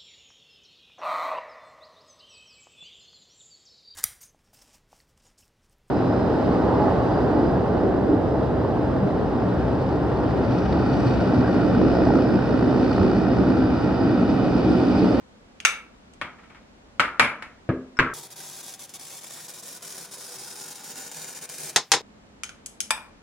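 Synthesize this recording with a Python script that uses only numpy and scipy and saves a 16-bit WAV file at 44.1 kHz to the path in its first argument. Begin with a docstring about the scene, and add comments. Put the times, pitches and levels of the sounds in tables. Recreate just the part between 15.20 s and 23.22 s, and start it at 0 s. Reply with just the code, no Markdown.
"""Stained glass is cut on a workbench. In a live room, pliers tick on a sheet and snap off a strip:
brittle fracture sets the glass ringing. Sheet, strip and pliers are put down, and the bench top booms.
Then, close and dry, a cutter wheel crackles along a new score line, crushing tiny chips in stick-slip
motion, and clacks off the edge. Back in the room the pliers bite, tick and snap the sheet again."""
import sys
import numpy as np
from scipy import signal
from scipy.fft import rfft, irfft, next_fast_len
from scipy.io import wavfile
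from scipy.ndimage import uniform_filter1d, map_coordinates

SR = 44100
rng = np.random.default_rng(int(sys.argv[2]) if len(sys.argv) > 2 else 0)


def output_pcm(signal):
    """Save a mono or channel-first signal as 16-bit PCM at the path in sys.argv[1].

    Samples are clipped to [-1, 1] before scaling.
    """
    pcm = np.clip(np.atleast_2d(signal).T, -1, 1) * 32767
    wavfile.write(sys.argv[1], SR, np.round(pcm).astype(np.int16))


N = 353682
CLOSE_START_S, CLOSE_END_S = 2.937, 6.818  # the scene changes to the cutter, heard close and dry

# Reverberation time in the live room and close up: f/Hz, t60/s
ROOM_DECAY = [(100, 0.36), (300, 0.5), (1400, 0.4), (3000, 0.31), (7000, 0.24), (15000, .3)]
CLOSE_DECAY = [(100, 0.18), (1000, .14), (5000, 0.16), (15000, 0.071)]
# Stereo width in the live room and close up: f/Hz, side minus mid/dB
ROOM_WIDTH = [(80, -30.5), (350, -22), (1300, -9), (2400, -5.5), (4500, 5), (8000, 1.5), (15000, 5)]
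CLOSE_WIDTH = [(100, -27), (700, -29.5), (1300, -21), (2400, -9.5), (8000, -4), (15000, 9)]
# Free modes of the wide sheet: f/Hz, level/dB, t60/s
WIDE_RING = [(1203, -2.5, 0.35), (1335, -1, 0.3), (1430, -1, .3), (2140, 0, 0.28), (2320, -2, 0.48),
             (2640, -1.5, .26), (3650, -12.5, .25), (6600, -18, 0.254), (9750, -19, 0.28)]
# The wheel stalls at a ridge, then jumps free: t/s of the jump, duration/s, depth/dB
STALLS = [(3.030, 0.042, 2), (3.103, 0.037, 13), (3.159, 0.027, 11), (3.429, 0.016, 6.5),
          (3.593, 0.044, 13), (3.693, 0.042, 14), (3.738, 0.037, 13), (3.796, 0.025, 10.5),
          (4.031, 0.039, 5.5), (4.099, 0.012, 8), (4.282, 0.014, 12), (4.337, 0.029, 7), (4.386, .028, 5),
          (4.425, .016, 10), (4.622, 0.049, 12), (4.746, .018, 3.5), (4.912, 0.06, 11.5), (4.982, 0.022, 7),
          (5.185, 0.016, 8), (5.556, 0.033, 5), (5.634, 0.071, 7), (5.756, 0.047, 3.5), (5.915, 0.036, 7.5),
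          (6.148, 0.013, 9), (6.213, 0.027, 9), (6.291, 0.035, 17.5), (6.56, 0.058, 16)]


def amp(db):
    """Amplitude ratio of a level in decibels."""
    return 10 ** (np.asarray(db) / 20)


def leftward(db):
    """Intensity panning: the left channel gains db and the right loses as much."""
    return amp([[db], [-db]])


def unit_rms(x):
    """Normalisation to unit mean power."""
    return x / np.sqrt(np.mean(x ** 2) + 1e-20)


def unit_energy(x):
    """Normalisation of each channel to unit energy."""
    return x / np.linalg.norm(x, axis=1, keepdims=True)


def along(points, hz):
    """Interpolation of (f/Hz, value) points on a logarithmic frequency axis."""
    f, values = np.transpose(points)
    return np.interp(np.log(hz + 1), np.log(f), values)


def resonance(hz, centre_hz, half_width_hz):
    """Lorentzian resonance curve of height 1."""
    return 1 / (1 + ((hz - centre_hz) / half_width_hz) ** 2)


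def body_db(spectrum, modes, hz):
    """Frequency response: a spectrum (f/Hz, level/dB) plus modes (f/Hz, half-width/Hz, boost/dB)."""
    return along(spectrum, hz) + sum(db * resonance(hz, f, width) for f, width, db in modes)


def shaped(x, response_db):
    """Minimum-phase filtering: by causality, resonances ring after a blow and never before."""
    size = 2 * next_fast_len(x.shape[-1] // 2 + SR // 8)
    gain = amp(response_db(np.fft.rfftfreq(size, 1 / SR)))
    cepstrum = irfft(np.log(gain + 1e-6))
    cepstrum[1:size // 2] *= 2
    cepstrum[size // 2 + 1:] = 0
    return irfft(rfft(x, size) * np.exp(rfft(cepstrum)), size)[..., :x.shape[-1]]


def stereo(pair, width):
    """Sum and difference turn uncorrelated mid and side signals into left and right."""
    side = shaped(pair[1], lambda hz: along(width, hz))
    return np.array([pair[0] + side, pair[0] - side])


def decay(t, t60):
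    """Exponential damping: 60 dB lost in t60 seconds."""
    return np.exp(-np.log(1000) * t / t60)


def bell(t, centre, spread):
    """Gaussian envelope of height 1."""
    return np.exp(-((t - centre) / spread) ** 2)


def diffuse_tail(decay_times):
    """Diffuse field: two noise responses in which each frequency is damped at its own rate."""
    hz, t, bands = signal.stft(rng.standard_normal((2, SR * 3 // 4)), SR, nperseg=256)
    bands = bands * decay(t, along(decay_times, hz)[:, None])
    return unit_energy(signal.istft(bands, SR, nperseg=256)[1])


def blows(rows, spectrum, modes, click, early_db, decay_times=ROOM_DECAY, width=ROOM_WIDTH):
    """Impact excitation: a click and a dense rattle, then early reflections and reverberation.
    Blow rows: t/s, level/dB, bass/dB, treble/dB, rattle t60/s, reverberation/dB."""
    out = np.zeros((2, N + SR))
    for start, db, bass_db, treble_db, t60, room_db in rows:
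        tail = diffuse_tail(decay_times)
        t = np.arange(tail.shape[1]) / SR
        rattle = unit_energy(rng.standard_normal(tail.shape) * decay(t, t60))
        rattle[0, 0] = click  # from straight ahead
        early = unit_energy(rng.standard_normal(tail.shape) * bell(t, 0.0083, 0.0027))
        late = tail * (1 - np.exp(-t / 0.0027))
        burst = unit_energy(rattle) + amp(early_db) * early + amp(room_db) * late
        # Heavy contacts add bass, hard ones add treble.
        contact_db = lambda hz: bass_db / (1 + (hz / 700) ** 2) + treble_db * hz**2 / (hz**2 + 4000**2)
        hit = stereo(shaped(burst, lambda hz: body_db(spectrum, modes, hz) + contact_db(hz)), width)
        attack_rms = np.sqrt(np.mean(hit[:, :SR // 100] ** 2))
        out[:, round(start * SR):][:, :len(t)] += amp(db) * hit / attack_rms
    return out[:, :N]


def ringing(start, modes, gain_db, phase_spread=0.41, diffuse_db=0, flutter_per_s=70):
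    """Free vibration of damped modes; interference with room echoes makes each one flutter."""
    t = np.arange(SR) / SR
    ring = np.zeros((2, SR))
    for hz, db, t60 in modes:
        knots = rng.standard_normal((2, SR // 100))
        echoes = np.interp(t * flutter_per_s, np.arange(knots.shape[1]), knots[0] + 1j * knots[1])
        flutter = (1 + amp(diffuse_db) * echoes) / np.sqrt(1 + amp(diffuse_db) ** 2)
        phase = 2 * np.pi * hz * t + rng.normal(0, phase_spread, (2, 1))
        ring += amp(db) * decay(t, t60) * np.imag(flutter * np.exp(1j * phase))
    return amp(gain_db) * np.pad(ring, ((0, 0), (round(start * SR), N)))[:, :N]


def coloured_noise(spectrum, width):
    """Spectral shaping of white noise into a steady stereo hiss of unit power."""
    noise = shaped(rng.standard_normal((2, N)), lambda hz: along(spectrum, hz))
    return unit_rms(stereo(noise, width))


def room_tone(air_db=-52.68, hum_db=-63, hum_hz=204):
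    """Broadband air noise, joined by a faint narrow-band hum after the close passage."""
    # Spectrum of the air: f/Hz, level/dB; its width: f/Hz, side minus mid/dB
    air_spectrum = [(19, -33), (32, -7.5), (60, -7), (140, -14), (219, -5.5), (340, -14.5), (504, -15),
                    (826, -19.5), (7330, -39.5), (16000, -66)]
    air_width = [(40, -15.5), (200, -7), (700, 0), (4000, 3.5)]
    air = coloured_noise(air_spectrum, air_width)
    hum = unit_rms(shaped(rng.standard_normal(N), lambda hz: 20 * np.log10(resonance(hz, hum_hz, 7))))
    return amp(air_db) * air + amp(hum_db) * hum * (np.arange(N) > CLOSE_END_S * SR)


def close_hiss(level_db=-56):
    """Stationary noise behind the cutter, strongest in the bass."""
    # Spectrum of the hiss: f/Hz, level/dB
    hiss_spectrum = [(25, -14.5), (70, -7.5), (150, 6), (400, -2.5), (1500, -6.5), (6000, -14.5),
                     (12000, -20.5), (16000, -22.5)]
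    return amp(level_db) * coloured_noise(hiss_spectrum, CLOSE_WIDTH)


def bench_booming(boom_db=-12):
    """Heavy contacts excite the low plate modes of the bench top."""
    # Contacts (blow rows) and the bench's response (columns as in body_db)
    thuds = [(2.490, -19, -0.5, -2, 0.15, -3.5), (2.790, -24.5, 6, -3, 0.22, -0.5)]
    bench_spectrum = [(15, -57), (25, -26), (54, -18), (124, -6), (198, -7.5), (253, -2), (286, -16),
                      (332, -4), (630, -10.5), (826, -25), (1190, -18.5), (1690, -28.5), (2160, -26.5),
                      (9000, -80), (11700, -108)]
    bench_modes = [(76.6, 6.9, 3.6), (139, 19, 2.7), (264, 8.7, 2.3), (340, 7.7, 3.5), (1237, 40, 3.7),
                   (1650, 100, 10.5)]
    # Free modes of the top: f/Hz, level/dB, t60/s
    bench_ring = [(137, -9, 0.33), (258, 4, 0.59), (326.8, 9, 0.27), (403, -4, 0.55), (467, 2, 0.31)]
    out = blows(thuds, bench_spectrum, bench_modes, click=0.14, early_db=-41)
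    for start, db, *_ in thuds:
        out += ringing(start, bench_ring, db + boom_db,
                       phase_spread=0.1, diffuse_db=-22, flutter_per_s=24.5)
    return out


def pliers_laid_down():
    """Impact of steel on wood: the nose touches, the whole weight follows and the tool rings."""
    # Contacts of the nose and of the whole tool (blow rows)
    nose_touch = [(2.769, -41, 3, 2, .06, -5)]
    tool_drop = [(2.7899, -14, 0, 1, 0.011, -3), (2.7955, -14, 0, -3, 0.074, -2.5)]
    # Their responses (columns as in body_db)
    steel_on_wood = [(50, -5), (300, -20), (780, -17.5), (980, -1), (1500, 0.5), (2300, -4), (3000, -14.5),
                     (3700, -22.5), (5000, -31.5), (7500, -37), (15000, -62)]
    nose_modes = [(1400, 150, 10), (5400, 350, 33), (7800, 600, 22)]
    tool_modes = [(1555, 82, 6.3)]
    # Free modes of the steel: f/Hz, level/dB, t60/s
    steel_ring = [(1136, -2, 0.52), (1330, 4.5, 0.73), (1410, -7, .45), (1550, -14, .48)]
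    touch = blows(nose_touch, steel_on_wood, nose_modes, click=0.3, early_db=-12)
    drop = blows(tool_drop, steel_on_wood, tool_modes, click=0.99, early_db=-6)
    return touch + drop + ringing(tool_drop[0][0], steel_ring, gain_db=-29.5)


def glass_laid_down(sheet_down_s=1.7965, strip_drop_s=1.9961, far_end_lag_s=0.0054, soft_limit_hz=1800):
    """The strip brushes along the sheet, then glass lands end by end; a soft contact excites only the low
    modes."""
    # Landings and bounces: t/s, level/dB, bass/dB, treble/dB, resonance f/Hz, second contact/dB
    knocks = [(1.014, -27.5, 1.5, -4, 3260, -2), (1.7965, -14.5, -2, -0.5, 1370, -1),
              (1.81, -25.5, -2, 0, 1410, -13), (1.9964, -10.5, 0, 3, 2350, -6),
              (2.0455, -23, 0, -6, 1600, -4), (2.224, -34, 2, 3.5, 1860, -6.5)]
    # Light brushes of the strip along the sheet: t/s, level/dB
    brushes = [(1.185, -52), (1.234, -51.5), (1.298, -51), (1.346, -49.5)]
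    # Response of glass on wood (columns as in body_db)
    glass_on_wood = [(29, -58), (50, -14), (277, -8), (398, -15.5), (586, -9), (678, -11), (1360, -4),
                     (1870, -6), (2210, -7.5), (4240, -24), (6550, -33), (7210, -30.5), (10100, -37.5),
                     (14900, -58), (16000, -73.5)]
    glass_modes = [(910, 80, 2), (1320, 60, 3.6), (2230, 149, 4.8), (2730, 500, 2)]
    # Free modes of the dropped strip: f/Hz, level/dB, t60/s
    strip_ring = [(1231, 2.5, 0.34), (1620, -5.5, 0.33), (2300, -3.5, .3), (2575, -11.5, .3),
                  (7260, -15.5, .25), (10040, -15.5, 0.28)]
    out = np.zeros((2, N))
    for start, db, bass_db, treble_db, hz, second_db in knocks:
        ends = [(start, db, bass_db, treble_db, 0.03, -1.5),
                (start + far_end_lag_s, db + second_db, bass_db, treble_db, 0.048, -4)]
        out += blows(ends, glass_on_wood, glass_modes + [(hz, 110, 7)], click=0.69, early_db=-16)
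    brush_rows = [(start, db, 0, -1, 0.19, 0) for start, db in brushes]
    out += blows(brush_rows, glass_on_wood, glass_modes, click=0.15, early_db=-12.5)
    low_modes = [mode for mode in WIDE_RING if mode[0] < soft_limit_hz]
    out += ringing(sheet_down_s, low_modes, gain_db=-29)
    return out + ringing(strip_drop_s, strip_ring, gain_db=-25.5)


def jaws_ticking(t60_s=0.021, room_db=-5):
    """Hard, brief contacts give bright ticks as the jaws grit on the glass edge."""
    # Ticks: t/s, level/dB, bass/dB, treble/dB, resonance f/Hz
    ticks = [(0.402, -36, -39, -26.5, 2790), (0.936, -55.5, -4, -11, 8050), (7.2346, -28.5, 20, -2.5, 6400),
             (7.2925, -40, 15, -14, 1485), (7.4604, -33.5, 13, 23, 7900), (7.6043, -23.5, -17, 11.5, 5450)]
    # Response of the jaws on glass (columns as in body_db)
    jaw_spectrum = [(350, -45.5), (600, -24), (1330, -2.5), (2500, -1.5), (4300, -3), (5200, -3.5),
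                    (9500, -8), (12500, -13.5), (14500, -24.5), (16000, -37.5)]
    jaw_modes = [(1407, 240, 7), (2330, 180, 9.9), (3090, 290, 12), (5200, 150, 6.9), (6460, 450, 14),
                 (8000, 400, 10), (9900, 430, 13)]
    return sum(blows([(*tick, t60_s, room_db)], jaw_spectrum, jaw_modes + [(hz, 300, 5)],
                     click=0.46, early_db=-9.5) for *tick, hz in ticks)


def cutter_clacking():
    """Impact transients: the wheel drops off the edge and the cutter knocks."""
    # Knocks (blow rows) and the cutter's response (columns as in body_db)
    clacks = [(6.561, -12, -1.5, 3, 0.055, -4.5), (6.718, -11.5, -13.5, 0.5, 0.03, -0.5),
              (6.738, -17.5, 0, -4, 0.055, 1.5), (6.807, -41, 37, -19, 0.032, -9)]
    cutter_spectrum = [(30, -37), (70, -26), (130, -15), (220, -16), (430, -8.5), (580, -12), (800, -4.5),
                       (1450, -10.5), (2800, -13.5), (3700, -11), (6300, -11.5), (9500, -18.5),
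                       (16000, -45.5)]
    cutter_modes = [(464, 100, 5.6), (790, 30, 4.3), (1004, 49, 5.7), (1890, 440, 4), (3660, 390, 4),
                    (5280, 180, 4.4), (6430, 150, 4.2), (7200, 140, 3.2)]
    return blows(clacks, cutter_spectrum, cutter_modes, click=0.48, early_db=-16,
                 decay_times=CLOSE_DECAY, width=CLOSE_WIDTH)


def chipping(t, chips_per_s=9000, scatter_db=2.5, judder_per_s=200, judder_db=2.5):
    """Shot noise: each chip is an impulse, and judder over the textured glass clumps their strength."""
    sizes = rng.standard_normal((2, N)) * amp(scatter_db * np.clip(rng.standard_normal(N), -2, 2))
    chips = sizes * (rng.random(N) < chips_per_s / SR)
    knots = np.clip(rng.standard_normal(N // 50), -1.5, 1.5)
    judder = map_coordinates(knots, [t * judder_per_s], order=1)
    return chips * amp(judder_db * judder)


def travelling_ring(t, chips, shift_s=0.4536):
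    """A plate's response depends on the driving point: one dense ring fades into the next."""
    out = np.zeros((2, N + SR))
    for at in np.arange(CLOSE_START_S, CLOSE_END_S, shift_s):
        near = np.flatnonzero(np.abs(t - at) < shift_s)
        fade = np.cos(np.pi / 2 * (t[near] - at) / shift_s)
        ring = signal.fftconvolve(chips[:, near] * fade, diffuse_tail(CLOSE_DECAY), axes=1)
        out[:, near[0]:][:, :ring.shape[1]] += ring
    return out[:, :N]


def swelling(scratch, rough_hz=1520, rough_width_hz=790):
    """A mode swells when driven at its antinode; rough patches bring out a lower scrape."""
    # Antinodes under the wheel: f/Hz, half-width/Hz, boost/dB, t/s, spread/s
    antinodes = [(3370, 190, 10, 3.77, 0.79), (7270, 180, 9, 3.9, 0.753), (9880, 290, 7, 3.6, 0.83),
                 (4260, 53, 0, 3.2, .6), (5000, 490, 4.5, 5.15, 0.39), (3730, 80, 4, 5.6, 0.52),
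                 (9290, 295, 8.5, 5.15, 0.74), (1480, 45, 13, 5.45, 1), (1700, 78, 8.5, 5.9, 0.99),
                 (2320, 70, 4.5, 6.2, 0.47), (7090, 110, 13.5, 6, 0.49), (9070, 130, 12, 6.31, 0.31)]
    # Rough patches of glass: t/s, spread/s, boost/dB
    rough_patches = [(2.97, .02, 4), (3.21, 0.018, 6), (3.905, 0.023, 5), (4.045, .018, 6.5),
                     (4.105, .012, 9), (4.185, 0.028, 10), (5.36, 0.046, 0.5), (6.168, 0.016, 3.5),
                     (6.238, 0.011, 4.5)]
    swells = antinodes + [(rough_hz, rough_width_hz, db, at, spread) for at, spread, db in rough_patches]
    hz, t, bands = signal.stft(scratch, SR, nperseg=512)
    swell_db = sum(db * np.outer(resonance(hz, f, width), bell(t, at, spread))
                   for f, width, db, at, spread in swells)
    return signal.istft(bands * amp(swell_db), SR, nperseg=512)[1][:, :N]


def stick_slip(t, slowing_share=0.4, surge_db=0.5, surge_s=0.051, catches_per_s=9, catch_s=0.013):
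    """Stick-slip speed in dB: the wheel slows at ridges, surges free and catches at random."""
    speed_db = np.zeros(N)
    for jump, length, depth_db in STALLS:
        slowing = np.clip((t - jump + length) / (slowing_share * length), 0, 1)
        surge = np.exp(-np.abs(t - jump) / surge_s)
        speed_db += np.where(t < jump, -depth_db * slowing, surge_db * surge)
    catches = (rng.random(N) < catches_per_s / SR).astype(float)
    caught = signal.fftconvolve(catches, np.linspace(0, 1, round(catch_s * SR)))[:N]
    return speed_db - 3 * np.clip(caught, 0, 1)


def wheel_scoring(ring_db=-4, split_hz=3400, plate_db=-9.5, crackle_db=-0.5):
    """Forced vibration: crushed chips drive the sheet, louder with the wheel's pressure and speed."""
    # Response of the sheet lying on the bench (columns as in body_db)
    score_spectrum = [(30, -34), (70, -18), (120, -4.5), (200, -6.5), (350, -1.5), (900, -0.5), (1200, -5),
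                      (2200, -5.5), (3000, -7.5), (4300, -2.5), (5500, 1), (8400, -2.5), (10500, -3.5),
                      (13000, -8), (16000, -11.5)]
    score_modes = [(152.7, 10, 12.5), (240, 13, 4.9), (378.5, 25.6, 7.3), (488, 19, 5.5), (778, 22, 4.2),
                   (970, 18, 2.8), (2470, 62, 4), (3740, 22.8, 5.3), (6350, 31, 4)]
    # Its stereo width: f/Hz, side minus mid/dB
    score_width = [(60, -19.5), (110, -36.5), (200, -17.5), (380, -14), (700, -9), (1290, -8), (2380, -12),
                   (4400, -7.5), (8120, -3.5), (15000, 7)]
    # Pressure on the wheel, as loudness of the crackle: t/s, level/dB
    pressure_curve = [(2.94, -37.5), (3.07, -44), (3.2, -41), (3.9, -42.5), (4.35, -42), (4.7, -40.5),
                      (5.2, -41.5), (5.65, -40), (6.1, -39), (6.35, -39.5), (6.49, -34.5)]
    t = np.arange(N) / SR
    chips = chipping(t)
    rung = chips + amp(ring_db) * travelling_ring(t, chips)
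    scratch = shaped(rung, lambda hz: body_db(score_spectrum, score_modes, hz))
    scratch = swelling(stereo(scratch, score_width))
    lows = signal.sosfiltfilt(signal.butter(2, split_hz, fs=SR, output="sos"), scratch)
    speed_db = stick_slip(t)
    plate = unit_rms(lows) * amp(plate_db + 0.45 * speed_db)  # follows the speed less closely
    crackle = unit_rms(scratch - lows) * amp(crackle_db + speed_db)
    pressure = amp(np.interp(t, *np.transpose(pressure_curve)))
    on_glass = t < STALLS[-1][0]  # the last stall is the edge
    return on_glass * pressure * (plate + crackle)


def sheet_snapping():
    """Brittle fracture: a crack runs along the score and the freed sheet rings in its modes."""
    # The two cracks (blow rows)
    first_snap = [(0.450, -11, -6.5, 3, 0.034, -3)]
    second_snap = [(7.706, -17.5, 0.0041, 0, 0.043, -7.5)]
    # Responses of the sheet, first wide, then narrow (columns as in body_db)
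    wide_spectrum = [(150, -60.5), (250, -32), (1120, -6.5), (1350, -2), (1910, -4.5), (2200, -6),
                     (3230, -13), (3770, -12), (4340, -22.5), (5500, -17.5), (6500, -15), (7150, -25),
                     (10200, -27), (16000, -46.5)]
    wide_modes = [(493, 70, 16), (1340, 47, 9.2), (2250, 92, 12), (2690, 220, 12.5), (3600, 90, 8),
                  (4790, 100, 6), (6150, 220, 7.3), (6480, 60, 9), (7850, 150, 15), (9800, 90, 11),
                  (10450, 71, 12), (12400, 90, 8)]
    narrow_spectrum = [(150, -56.5), (250, -24), (393, -18), (560, -6.5), (1060, 0), (1800, -8),
                       (2100, -10.5), (2400, -2.5), (4260, -21.5), (4800, -13), (6500, -17), (8550, -15.5),
                       (9660, -12), (14200, -28), (16000, -42)]
    narrow_modes = [(1005, 65, 5), (1380, 72, 6.2), (1770, 140, 10.6), (2410, 120, 11.6), (3520, 150, 13),
                    (5050, 220, 6.4), (6150, 140, 4), (7950, 110, 17), (9550, 200, 6.2)]
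    # Free modes of the narrow sheet: f/Hz, level/dB, t60/s
    narrow_ring = [(620, -11, 0.4), (880, -2.5, 0.47), (1090, -3, 0.3), (1424, -2, 0.28), (1730, -7, 0.26),
                   (2400, -17, .22), (3700, -3, 0.32), (4899, -5, 0.3), (8000, -2, 0.32), (10600, -19, .2)]
    first = blows(first_snap, wide_spectrum, wide_modes, click=0.4, early_db=-8)
    first += ringing(first_snap[0][0], WIDE_RING, gain_db=-37.5)
    second = blows(second_snap, narrow_spectrum, narrow_modes, click=0.36, early_db=-28)
    second += ringing(second_snap[0][0], narrow_ring, gain_db=-35)
    return leftward(0.4) * first + leftward(1) * second


def scene():
    """Superposition of the sources: the scene changes from the live room to the close, dry cutter, then changes
    back."""
    t = np.arange(N) / SR
    close = uniform_filter1d(((t > CLOSE_START_S) & (t < CLOSE_END_S)).astype(float), size=88)
    cutter = leftward(0.3) * (close_hiss() + wheel_scoring() + cutter_clacking())
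    breaking = leftward(1) * jaws_ticking() + sheet_snapping()
    breaking[0] = np.roll(breaking[0], 3)  # arrives a moment later on the left
    putting_down = leftward(0.5) * (glass_laid_down() + pliers_laid_down() + bench_booming())
    return close * cutter + (1 - close) * (breaking + putting_down + room_tone())


def record(dry, top_hz=16150):
    """Hard clipping at full scale, then band limiting by a low-pass filter."""
    lowpass = signal.firwin(255, top_hz, fs=SR, window="blackman")
    return signal.fftconvolve(np.clip(dry, -1, 1), lowpass[None], mode="same", axes=1)


dry = scene()
out = record(dry)
output_pcm(out)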